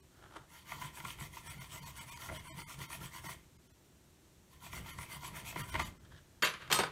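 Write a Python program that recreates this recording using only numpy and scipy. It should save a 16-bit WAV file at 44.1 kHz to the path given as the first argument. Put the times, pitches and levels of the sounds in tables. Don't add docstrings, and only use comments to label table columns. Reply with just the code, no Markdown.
import sys
import numpy as np
from scipy import signal
from scipy.fft import rfft, irfft, next_fast_len
from scipy.io import wavfile
from scipy.ndimage import uniform_filter1d

SR = 44100
rng = np.random.default_rng(int(sys.argv[2]) if len(sys.argv) > 2 else 0)


def boost_factor(decibels):
    exponent = np.asarray(decibels, float) / 20
    return 10 ** exponent


def master(y):
    cut = np.clip(np.atleast_2d(y).T, -1, 1)
    pcm = np.round(cut * 32767)
    wavfile.write(sys.argv[1], SR, pcm.astype(np.int16))


N = 304731
TIME = np.arange(N) / SR


def rms_one(x):
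    return x / np.sqrt(np.mean(x ** 2) + 1e-20)


def evened(x, span_s):
    return rms_one(x / np.sqrt(uniform_filter1d(x ** 2, size=int(span_s * SR)) + 1e-12))


def bandpass(x, order, edges_hz):
    return signal.sosfilt(signal.butter(order, edges_hz, "band", fs=SR, output="sos"), x)


def colour(x, points):
    size = next_fast_len(N + SR // 4)
    hz, db = np.transpose(points)
    grid = np.maximum(np.arange(size // 2 + 1) * SR / size, 1)
    cepstrum = irfft(np.log(boost_factor(np.interp(np.log(grid), np.log(hz), db))), size)
    cepstrum[1:size // 2] *= 2
    cepstrum[size // 2 + 1:] = 0
    return irfft(rfft(x, size) * np.exp(rfft(cepstrum)), size)[:N]


def resonance(x, hz, width_hz):
    r = np.exp(-np.pi * width_hz / SR)
    poles = [1, -2 * r * np.cos(2 * np.pi * hz / SR), r * r]
    return signal.lfilter([(1 - r * r) / 2, 0, (r * r - 1) / 2], poles, x + 1e-18)


def flutter(rate_hz, depth_db):
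    lowpass = signal.butter(2, rate_hz, fs=SR / 32, output="sos")
    slow = rms_one(signal.sosfilt(lowpass, rng.standard_normal(N // 32 + 2)))
    return boost_factor(depth_db * np.interp(np.arange(N) / 32, np.arange(len(slow)), slow))


def body(x, modes, wander_db=0):
    out = np.zeros(N)
    for k, (hz, width_hz, db) in enumerate(modes):
        out += (-1) ** k * boost_factor(db) * resonance(x * flutter(9, wander_db), hz, width_hz)
    return out


def flicks(per_s, spread_db):
    sizes = boost_factor(spread_db * np.minimum(rng.exponential(1, N), 5)) * rng.choice([-1, 1], N)
    return rms_one(sizes * (rng.random(N) < per_s / SR))


# frequency in Hz, density in dB per Hz.
FLOOR = [(94, -28), (160, -8.5), (231, -8), (366, -8), (436, -15), (666, -17), (719, -22), (872, -17.5),
         (1100, -21.5), (2570, -23.5), (4000, -23.5), (4900, -27), (5600, -23.5), (7840, -24), (9700, -27),
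         (10500, -32), (11400, -27.5), (16000, -33)]


def hush():
    return boost_factor(-67) * rms_one(colour(rng.standard_normal(N), FLOOR)) * flutter(8, depth_db=.3)


# time in seconds, level in dB.
ARM_WEIGHT = [(0, -67), (.6, -68), (.9, -62.5), (3.2, -60.5), (3.55, -66.5), (3.8, -69.5), (4.4, -68),
              (4.7, -65), (5.85, -56.5), (6.0, -62), (6.15, -59), (6.25, -66.5), (6.91, -62)]
# time in seconds, bench top level in dB, frame level re top in dB.
SHOVES = [(.25, -64, -1), (.4, -64, -2), (.75, -51.5, -6.5), (.84, -48, -11), (1.06, -48, -18),
          (1.22, -49.5, -2), (1.37, -57.5, -3), (1.5, -57, -0.5), (1.59, -48.5, -10), (1.73, -58, -1),
          (1.84, -49.5, -5), (2.0, -55, -4), (2.15, -57, -9), (2.329, -45, -3), (2.579, -47.5, -12),
          (2.8, -47, -19), (3.02, -46, -17), (3.27, -50, -7), (4.66, -56.5, -5), (4.79, -47.5, 0),
          (4.89, -54.5, -7), (5.0, -50, -2.5), (5.14, -49.5, -12), (5.25, -50, -16), (5.33, -49.5, -10),
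          (5.43, -50, -10), (5.61, -41.5, -14), (5.79, -45, 4.5), (6.72, -49, -21), (6.81, -48, -27)]
# frequency in Hz, width in Hz, level in dB.
BENCH_TOP = [(136.3, 24.4, 10.5), (191, 73, -7), (277, 86, -16)]
# frequency in Hz, width in Hz, level in dB.
BENCH_FRAME = [(37.5, 23, -15.5), (58, 5.4, -2.5), (77, 30.5, -6.5)]


def bench():
    rise_db_per_s, fall_db_per_s, frame_lingers = 256, 193, 0.62
    lean = boost_factor(np.interp(TIME, *np.transpose(ARM_WEIGHT)))
    top_power = (boost_factor(-4) * lean) ** 2
    frame_power = lean ** 2
    for s, top_db, frame_db in SHOVES:
        near = slice(max(int((s - .25) * SR), 0), int((s + .35) * SR))
        ago = TIME[near] - s
        loss_db = np.where(ago < 0, -rise_db_per_s, fall_db_per_s) * ago
        top_power[near] += boost_factor(top_db - loss_db) ** 2
        frame_power[near] += boost_factor(top_db + frame_db - frame_lingers * loss_db) ** 2
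    top = evened(body(flicks(500., spread_db=2.0), BENCH_TOP), span_s=0.22)
    frame = evened(body(flicks(500., spread_db=2.0), BENCH_FRAME), span_s=0.22)
    return np.sqrt(top_power) * top + np.sqrt(frame_power) * frame


# time in seconds, level in dB.
NUDGES = [
    [(0.08, -82), (0.256, -58), (0.288, -65.5), (0.354, -55.5), (0.364, -44), (0.394, -64.5),
     (0.452, -67.5), (0.478, -98.5), (0.5, -77)],
    [(5.92, -76), (6.032, -76), (6.052, -65), (6.092, -80), (6.124, -58), (6.13, -67), (6.182, -58.5),
     (6.216, -81), (6.4, -80)],
]
# frequency in Hz, density in dB per Hz.
DRAG_SPECTRA = [
    [(150, -52), (250, -29), (360, -0.5), (449, -20), (513, -11.5), (1440, -5.5), (2590, -22.5),
     (3060, -16), (5020, -30), (9000, -30), (11700, -37), (19800, -120)],
    [(150, -49), (250, -8), (323, -2), (398, -12), (442, -9), (770, -16), (1700, 0.5), (2370, -24.5),
     (3150, -7.5), (9000, -30.5), (11700, -54), (19800, -120)],
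]


def slides():
    grit = flicks(1500., spread_db=3.0)
    out = np.zeros(N)
    for rows, spectrum in zip(NUDGES, DRAG_SPECTRA):
        gain = boost_factor(np.interp(TIME, *np.transpose(rows), left=-120, right=-120))
        out += rms_one(colour(grit, spectrum)) * gain
    return out


def room(x):
    t60_s, wall_cut_hz = 0.27, 9300
    size = next_fast_len(N + SR)
    turn = -2j * np.pi * np.arange(size // 2 + 1) / size
    wall = 1 / (1 - turn * SR / (2 * np.pi * wall_cut_hz))
    response = 0
    for k, lag_s in enumerate(rng.uniform(.011, .04, 10)):
        loop = boost_factor(-60 * lag_s / t60_s) * wall * np.exp(turn * lag_s * SR)
        response = response + (-1) ** k * loop / (1 - loop)
    return irfft(rfft(x, size) * response, size)[:N]


# time in seconds, peak in dB, low weight in dB,
# brightness of the tick in dB.
CATCHES = [(.361, -41, -9, -8), (.502, -58, -18, 11), (.719, -28.5, -13, 2), (.818, -28.5, -21, -6),
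           (1.001, -31.5, -22, 0), (1.049, -28, -18, 3), (1.186, -36.5, -21, -4), (1.208, -34, -27, -5),
           (1.369, -35, -24, 0), (2.097, -39.5, -22, 2), (2.174, -39, -33, 10), (2.22, -36, -27, 0),
           (2.287, -31, -18, -6), (2.296, -33, -8, -8), (2.314, -40.5, 1.5, 0), (2.324, -40.5, 6, -5),
           (2.503, -35.5, -7, 0.5), (2.698, -37, -36, 0), (2.816, -34, -32, 0), (2.902, -35, -18, 0),
           (2.929, -33, -23, 4), (3.242, -40, -9, 0), (4.666, -37.5, -14, -3), (4.73, -31, -17, -2),
           (4.86, -41, -17, -1), (4.986, -31, -29, 5), (5.233, -35, -17, 0), (5.244, -32, -24, -3),
           (5.526, -33.5, -13, 2), (5.559, -26, -14, -3), (5.741, -26, -12.5, 6), (5.751, -25, -13, -6),
           (5.794, -23, -18, -1), (5.798, -23, -18, 10), (5.81, -32, -17, -3), (6.119, -44, -46, -2)]
# frequency in Hz, width in Hz, level in dB.
BOARD = [(917, 136, -3), (998, 146, 1.3), (1193, 46, -4), (1373, 50, -3.5), (1572, 270, -12),
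         (1852, 130, -5), (2080, 123, -1), (2540, 310, -4.5), (2594, 290, -9), (3100, 370, -9.5)]
# frequency in Hz, width in Hz, level in dB.
HANDLE = [(245, 110, -5.5), (329.4, 62, 2), (397, 66, -5.5), (487, 86, -12.5), (666, 83, 1.5)]


def catches():
    tick_db, tick_follows, weight_blunts = -54.5, 0.41, 0.55
    sharp, heavy, tick = np.zeros((3, N))
    length = int(.05 * SR)
    t = TIME[:length]
    for s, db, low_db, bright_db in CATCHES:
        decay_s = 0.0026 * boost_factor(.5 * (db + 38.0))
        scrunch = rng.choice([-1, 1], length) * rng.uniform(.4, 1.39, length) * np.exp(-t / decay_s)
        this_tick_db = bright_db + tick_db + tick_follows * (db + 28) - weight_blunts * max(low_db + 15, 0)
        at = int(s * SR)
        sharp[at:][:length] += boost_factor(db) * scrunch
        heavy[at:][:length] += boost_factor(db + low_db) * scrunch
        tick[at:][:length] += boost_factor(this_tick_db) * scrunch * np.exp(-t / 0.0044)
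    tick = bandpass(tick, 2, [1500, 9000])
    sharp = signal.sosfilt(signal.butter(1, 1150, fs=SR, output="sos"), sharp)
    return boost_factor(15) * body(sharp, BOARD) + boost_factor(20.0) * body(heavy, HANDLE) + boost_factor(6.5) * tick


# fastest moment in seconds, half length in seconds, hiss in dB, pressure on the pins in dB.
STROKES = [(0.562, 0.049, -62.5, 3.5), (0.722, 0.044, -56, 5), (0.836, 0.042, -55, 7),
           (0.985, 0.04, -56, 3.5), (1.09, 0.04, -53.5, 4.5), (1.228, 0.036, -53.5, 2),
           (1.365, 0.038, -57, 1.5), (1.496, 0.043, -53.5, 2), (1.622, 0.038, -56.5, 3),
           (1.75, 0.04, -53.5, 2.5), (1.872, 0.041, -55, 1), (1.999, 0.035, -53.5, 2.5),
           (2.119, 0.04, -54, 2.5), (2.24, 0.04, -53, 2), (2.357, .042, -56, 5.5),
           (2.488, 0.042, -57.5, 4.5), (2.598, 0.03, -54.5, 4.5), (2.711, 0.034, -54.5, 2.5),
           (2.824, 0.033, -53.5, 3), (2.935, 0.031, -50.5, 0), (3.042, 0.036, -55, 3.5),
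           (3.162, 0.034, -54, 3.5), (3.287, 0.039, -50, 2.5), (3.395, .06, -76, 1.5),
           (4.541, 0.029, -68.5, 2.9), (4.655, 0.031, -57, 3.3), (4.762, 0.035, -52.5, 3.1),
         (4.894, 0.04, -55.5, 4.7), (5.018, .033, -53.5, 3.6), (5.135, 0.038, -53, 3.8),
         (5.258, 0.037, -53.5, 4.1), (5.375, 0.033, -52.5, 4), (5.489, 0.036, -52.5, 3.4),
         (5.602, 0.036, -50.5, 4.7), (5.711, 0.029, -52.5, 0.66), (5.756, 0.015, -57.5, 18.6),
         (5.812, 0.027, -53.5, 8.9), (5.85, 0.033, -54.5, 0.81)]


def stroke_gains(roundness):
    rise_share = 0.97
    power = np.zeros((3, N))
    for s, half_s, hiss_db, press_db in STROKES:
        near = slice(int((s - .3) * SR), int((s + .3) * SR))
        ago = TIME[near] - s
        reach_s = half_s * np.where(ago < 0, rise_share, 2 - rise_share)
        speed_db = -6 * np.abs(ago / reach_s) ** roundness
        handle_db = -5 + 0.34 * (press_db - 5.5) + 0.64 * (hiss_db + 52.5)
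        power[:, near] += boost_factor(hiss_db + speed_db + np.array([[0], [press_db], [handle_db]])) ** 2
    return np.sqrt(power)


# frequency in Hz, density in dB per Hz.
HISS = [(1760, -25.5), (3000, -7.5), (3330, -4.5), (3820, -8), (4610, -5.5), (5040, 0.5), (8130, -7.5),
        (10300, -12.5), (11200, -8), (15700, -13)]
# frequency in Hz, width in Hz, level in dB.
TUFTS = [(4390, 250, -6), (6080, 180, -10), (6350, 98, -22), (7890, 370, -5), (9520, 500, -1),
         (10880, 540, -4), (13020, 330, -28)]


def brush():
    hiss_gain, board_gain, handle_gain = stroke_gains(roundness=2.0)
    tips = flicks(14000., spread_db=1.5)
    patchy = np.zeros(N)
    for edges_hz in ([1500, 5000], [5000, 7500], [7500, 10300], [10300, 18000]):
        patchy += bandpass(tips, 2, edges_hz) * flutter(7.3, depth_db=0.5)
    lifted = patchy + boost_factor(1.5) * body(tips, TUFTS, wander_db=5.0)
    hiss = evened(colour(lifted, HISS), span_s=0.089) * flutter(40, depth_db=1.0)
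    trips = flicks(3500., spread_db=3.5) * flutter(64, depth_db=1.0)
    board = evened(body(trips, BOARD, wander_db=3.0), span_s=0.045)
    handle = evened(body(trips, HANDLE, wander_db=3.0), span_s=0.045)
    return boost_factor(1.5) * hiss_gain * hiss + board_gain * board + boost_factor(-3.5) * handle_gain * handle


# time in seconds, peak in dB.
SNAPS = [(0.5013, -54), (0.5208, -48), (0.5357, -48), (0.5707, -46), (0.6774, -46), (0.6949, -44),
         (0.7173, -35), (0.8141, -40), (0.9648, -41), (1.0451, -40), (1.1878, -46), (1.3434, -45),
         (1.3694, -42), (1.4522, -48), (1.4671, -44), (1.5988, -43), (1.7186, -44), (1.8323, -47),
         (1.957, -42), (2.176, -45), (2.2199, -39), (2.4614, -44.5), (2.604, -34.5), (2.6779, -46),
         (2.6973, -41), (2.7901, -42), (2.8425, -37), (2.9004, -41), (2.9293, -33), (3.1224, -47),
         (3.2416, -44), (3.2526, -40), (3.275, -32), (4.606, -47), (4.7307, -37), (4.8604, -45),
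         (4.9652, -51), (4.9861, -42), (5.0979, -48), (5.1168, -46), (5.2091, -45), (5.2316, -39),
         (5.3648, -38), (5.4501, -38), (5.487, -41), (5.5593, -44), (5.7225, -38), (5.7429, -31),
         (5.7763, -41), (5.7943, -31)]
# time in seconds, peak in dB.
CRACKS = [(6.4228, -25.5), (6.539, -37), (6.62, -46), (6.678, -44), (6.7005, -38), (6.7165, -26),
          (6.7256, -14), (6.7264, -16), (6.7285, -18), (6.7895, -25), (6.8345, -27)]


def snaps():
    length = int(.008 * SR)
    tail = np.exp(-TIME[:length] / 0.00079)
    out = np.zeros(N + SR)
    for s, db in [(s, db - 4) for s, db in SNAPS] + CRACKS:
        out[int(s * SR):][:length] += boost_factor(db) * rng.choice([-1, 1], length) * tail
    return boost_factor(2.0) * bandpass(out[:N], 3, [1300, 6500])


# time in seconds, peak in dB, rattle t60 in seconds, treble re rattle in dB,
# ring re rattle in dB.
CLATTER = [(6.4219, -27.5, 0.026, 2.5, -7), (6.4226, -22.5, 0.17, 6.5, -1), (6.432, -31, 0.038, 8, -10),
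           (6.44, -29, 0.21, 9.5, -23), (6.47, -42, .8, 2, -36), (6.472, -30, .04, -10, -15),
           (6.536, -38.5, 0.1, -4, -22), (6.598, -44.5, 0.28, -12, -3), (6.621, -45.5, 0.03, -7, -17),
           (6.676, -45.5, .018, 2, -9), (6.7, -28, 0.14, -2, -14), (6.708, -45, 0.14, -4, 7),
           (6.714, -25, 0.037, 6, -2), (6.7242, -28, 0.012, 11, 0), (6.7252, -25.5, 0.071, 14, 6),
           (6.737, -32, 0.25, 12.5, 8), (6.751, -42, 0.033, 8, -4), (6.788, -22.5, 0.043, 1, -7),
           (6.791, -22, 0.16, -7, -13), (6.8345, -37, 0.011, 6, -18), (6.836, -23.5, 0.029, -21, -23),
           (6.845, -42, 0.23, -20, -27)]
# frequency in Hz, density in dB per Hz.
TRAY_SPECTRA = [
    [(59, -46), (100, -27), (147, 1), (255, -20), (335, -10), (560, -10.5), (820, -17), (1100, -3.5),
     (1610, -3), (4500, -12), (5300, -19), (6840, -17), (8000, -23), (11400, -37), (13200, -29),
     (14200, -48)],
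    [(59, -52), (100, -12), (143, -4.5), (260, -16), (343, -3.5), (662, -9), (768, -6), (1650, -4.5),
     (1800, -8.5), (7610, -18), (8640, -25), (11500, -23), (16000, -31)],
]
# frequency in Hz, level at the first landing in dB, level at the second in dB,
# t60 in seconds.
TRAY_MODES = [(580, -26, -34, 0.06), (1027, -11, -18, 0.27), (1137, -4, -9, 0.1), (1261, 1, -2.5, 0.09),
              (1650, -9, -20, 0.14), (1603, -9, -16, 0.13), (2030, -18, -23, 0.16), (2730, -8, -10, 0.14),
              (3180, 3, -4.5, 0.055), (3665, -2, 0, 0.035), (4330, -6, -4, 0.016), (4556, -12, -9, 0.045),
              (5975, -8, -17, 0.06), (6890, -9, -18, 0.07), (8460, -12, -3.5, 0.13), (9430, -6, -22, 0.05),
              (10010, -20, -15, 0.2), (10600, -18.5, -31, 0.39), (12700, -9, -8.5, 0.09),
              (13260, -13, -18, 0.11), (15340, -23, -18, 0.13)]


def tray():
    start = int(6.4 * SR)
    t = TIME[start:]
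    low, high = np.zeros((2, len(t)))
    drives = np.zeros((len(TRAY_MODES), len(t)))
    high_modes = np.array(TRAY_MODES)[:, :1] > 5000
    for s, db, t60, treble_db, ring_db in CLATTER:
        ago = np.maximum(t - s, 0)
        rise_s = 0.0006 + 0.2 * t60 ** 2
        rattle = boost_factor(db - 60 * ago / t60) * (1 - np.exp(-ago / rise_s))
        low += rattle
        high += boost_factor(treble_db - 35 * ago / t60) * rattle
        dull_db = 0.47 * min(treble_db, 0) * high_modes
        uneven_db = 2.2 * rng.standard_normal((len(TRAY_MODES), 1))
        drives += boost_factor(ring_db - 33.5 + dull_db + uneven_db) * rattle

    grit = flicks(16000., spread_db=1.86)
    bass = signal.sosfilt(signal.butter(2, 4600, fs=SR, output="sos"), grit[start:])
    rattle = np.zeros(N)
    rattle[start:] = (low - high) * bass + high * grit[start:]
    first_landing = TIME < 6.69
    out = np.zeros(N)
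    for landing, spectrum in zip((first_landing, ~first_landing), TRAY_SPECTRA):
        out += boost_factor(-4.0) * colour(rattle * landing, spectrum) / np.std(colour(grit, spectrum))

    for drive, (hz, first_db, second_db, t60) in zip(drives, TRAY_MODES):
        r, w = boost_factor(-60 / (t60 * SR)), 2 * np.pi * hz / SR
        push = boost_factor(np.where(first_landing[start:], first_db, second_db)) * drive * grit[start:]
        out[start:] += signal.lfilter([0, np.sin(w)], [1, -2 * r * np.cos(w), r * r], push + 1e-18)
    return out


def scene():
    near = brush() + catches() + slides() + tray() + snaps()
    background = hush()
    return (near + boost_factor(-16.5) * room(near) + bench() + background)[None]


# frame number, at 1024 / 48000 seconds a frame.
STARVED = [1, 70, 75, 85, 87, 94, 99, 101, 112, 117, 118, 119, 124, 125, 135, 154, 168, 173, 175, 231, 264,
           268, 274, 281, 302]


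def starve(x, step_db, tilt_db):
    hop, first_s = 941, -.0046
    n = np.arange(2 * hop)
    window = np.sin(np.pi * (n + .5) / (2 * hop))
    basis = np.cos(np.pi / hop * np.outer(np.arange(hop) + .5, n + .5 + hop / 2)) * window
    coarse = boost_factor(step_db + tilt_db * np.sqrt(np.arange(hop) / hop))
    x = np.r_[np.zeros(hop), x]
    out = x.copy()
    for frame in STARVED:
        at = int((first_s + frame * 1024 / 48000) * SR)
        lines = basis @ x[at:at + 2 * hop]
        step = coarse * np.sqrt(uniform_filter1d(lines ** 2, size=60))
        if np.std(lines) > .2:
            step[:160] *= .55
        lost = lines - step * np.round(lines / step)
        lost[:12] = 0
        out[at:at + 2 * hop] -= 2 / hop * lost @ basis
    out = np.where(abs(TIME - 6.42) < .007, x[hop:], out[hop:])

    empty_from_s, empty_to_s = 6.428, 6.525
    band_edges = signal.butter(8, (13700, 15000), "band", fs=SR, output="sos")
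    band = signal.sosfiltfilt(band_edges, out[-SR:])
    inside_s = np.minimum(TIME[-SR:] - empty_from_s, empty_to_s - TIME[-SR:])
    out[-SR:] -= band * np.clip(inside_s / .008, 0, 1)
    return out


def top_cut(x):
    return signal.sosfilt(signal.butter(12, 16530, fs=SR, output="sos"), x)


def record(dry):
    thinned = starve(dry[0], step_db=10.5, tilt_db=6.5)
    cut = signal.sosfilt(signal.cheby2(12, 60, 16500, fs=SR, output="sos"), thinned)
    return top_cut(cut[None])


dry = scene()
out = record(dry)
master(out)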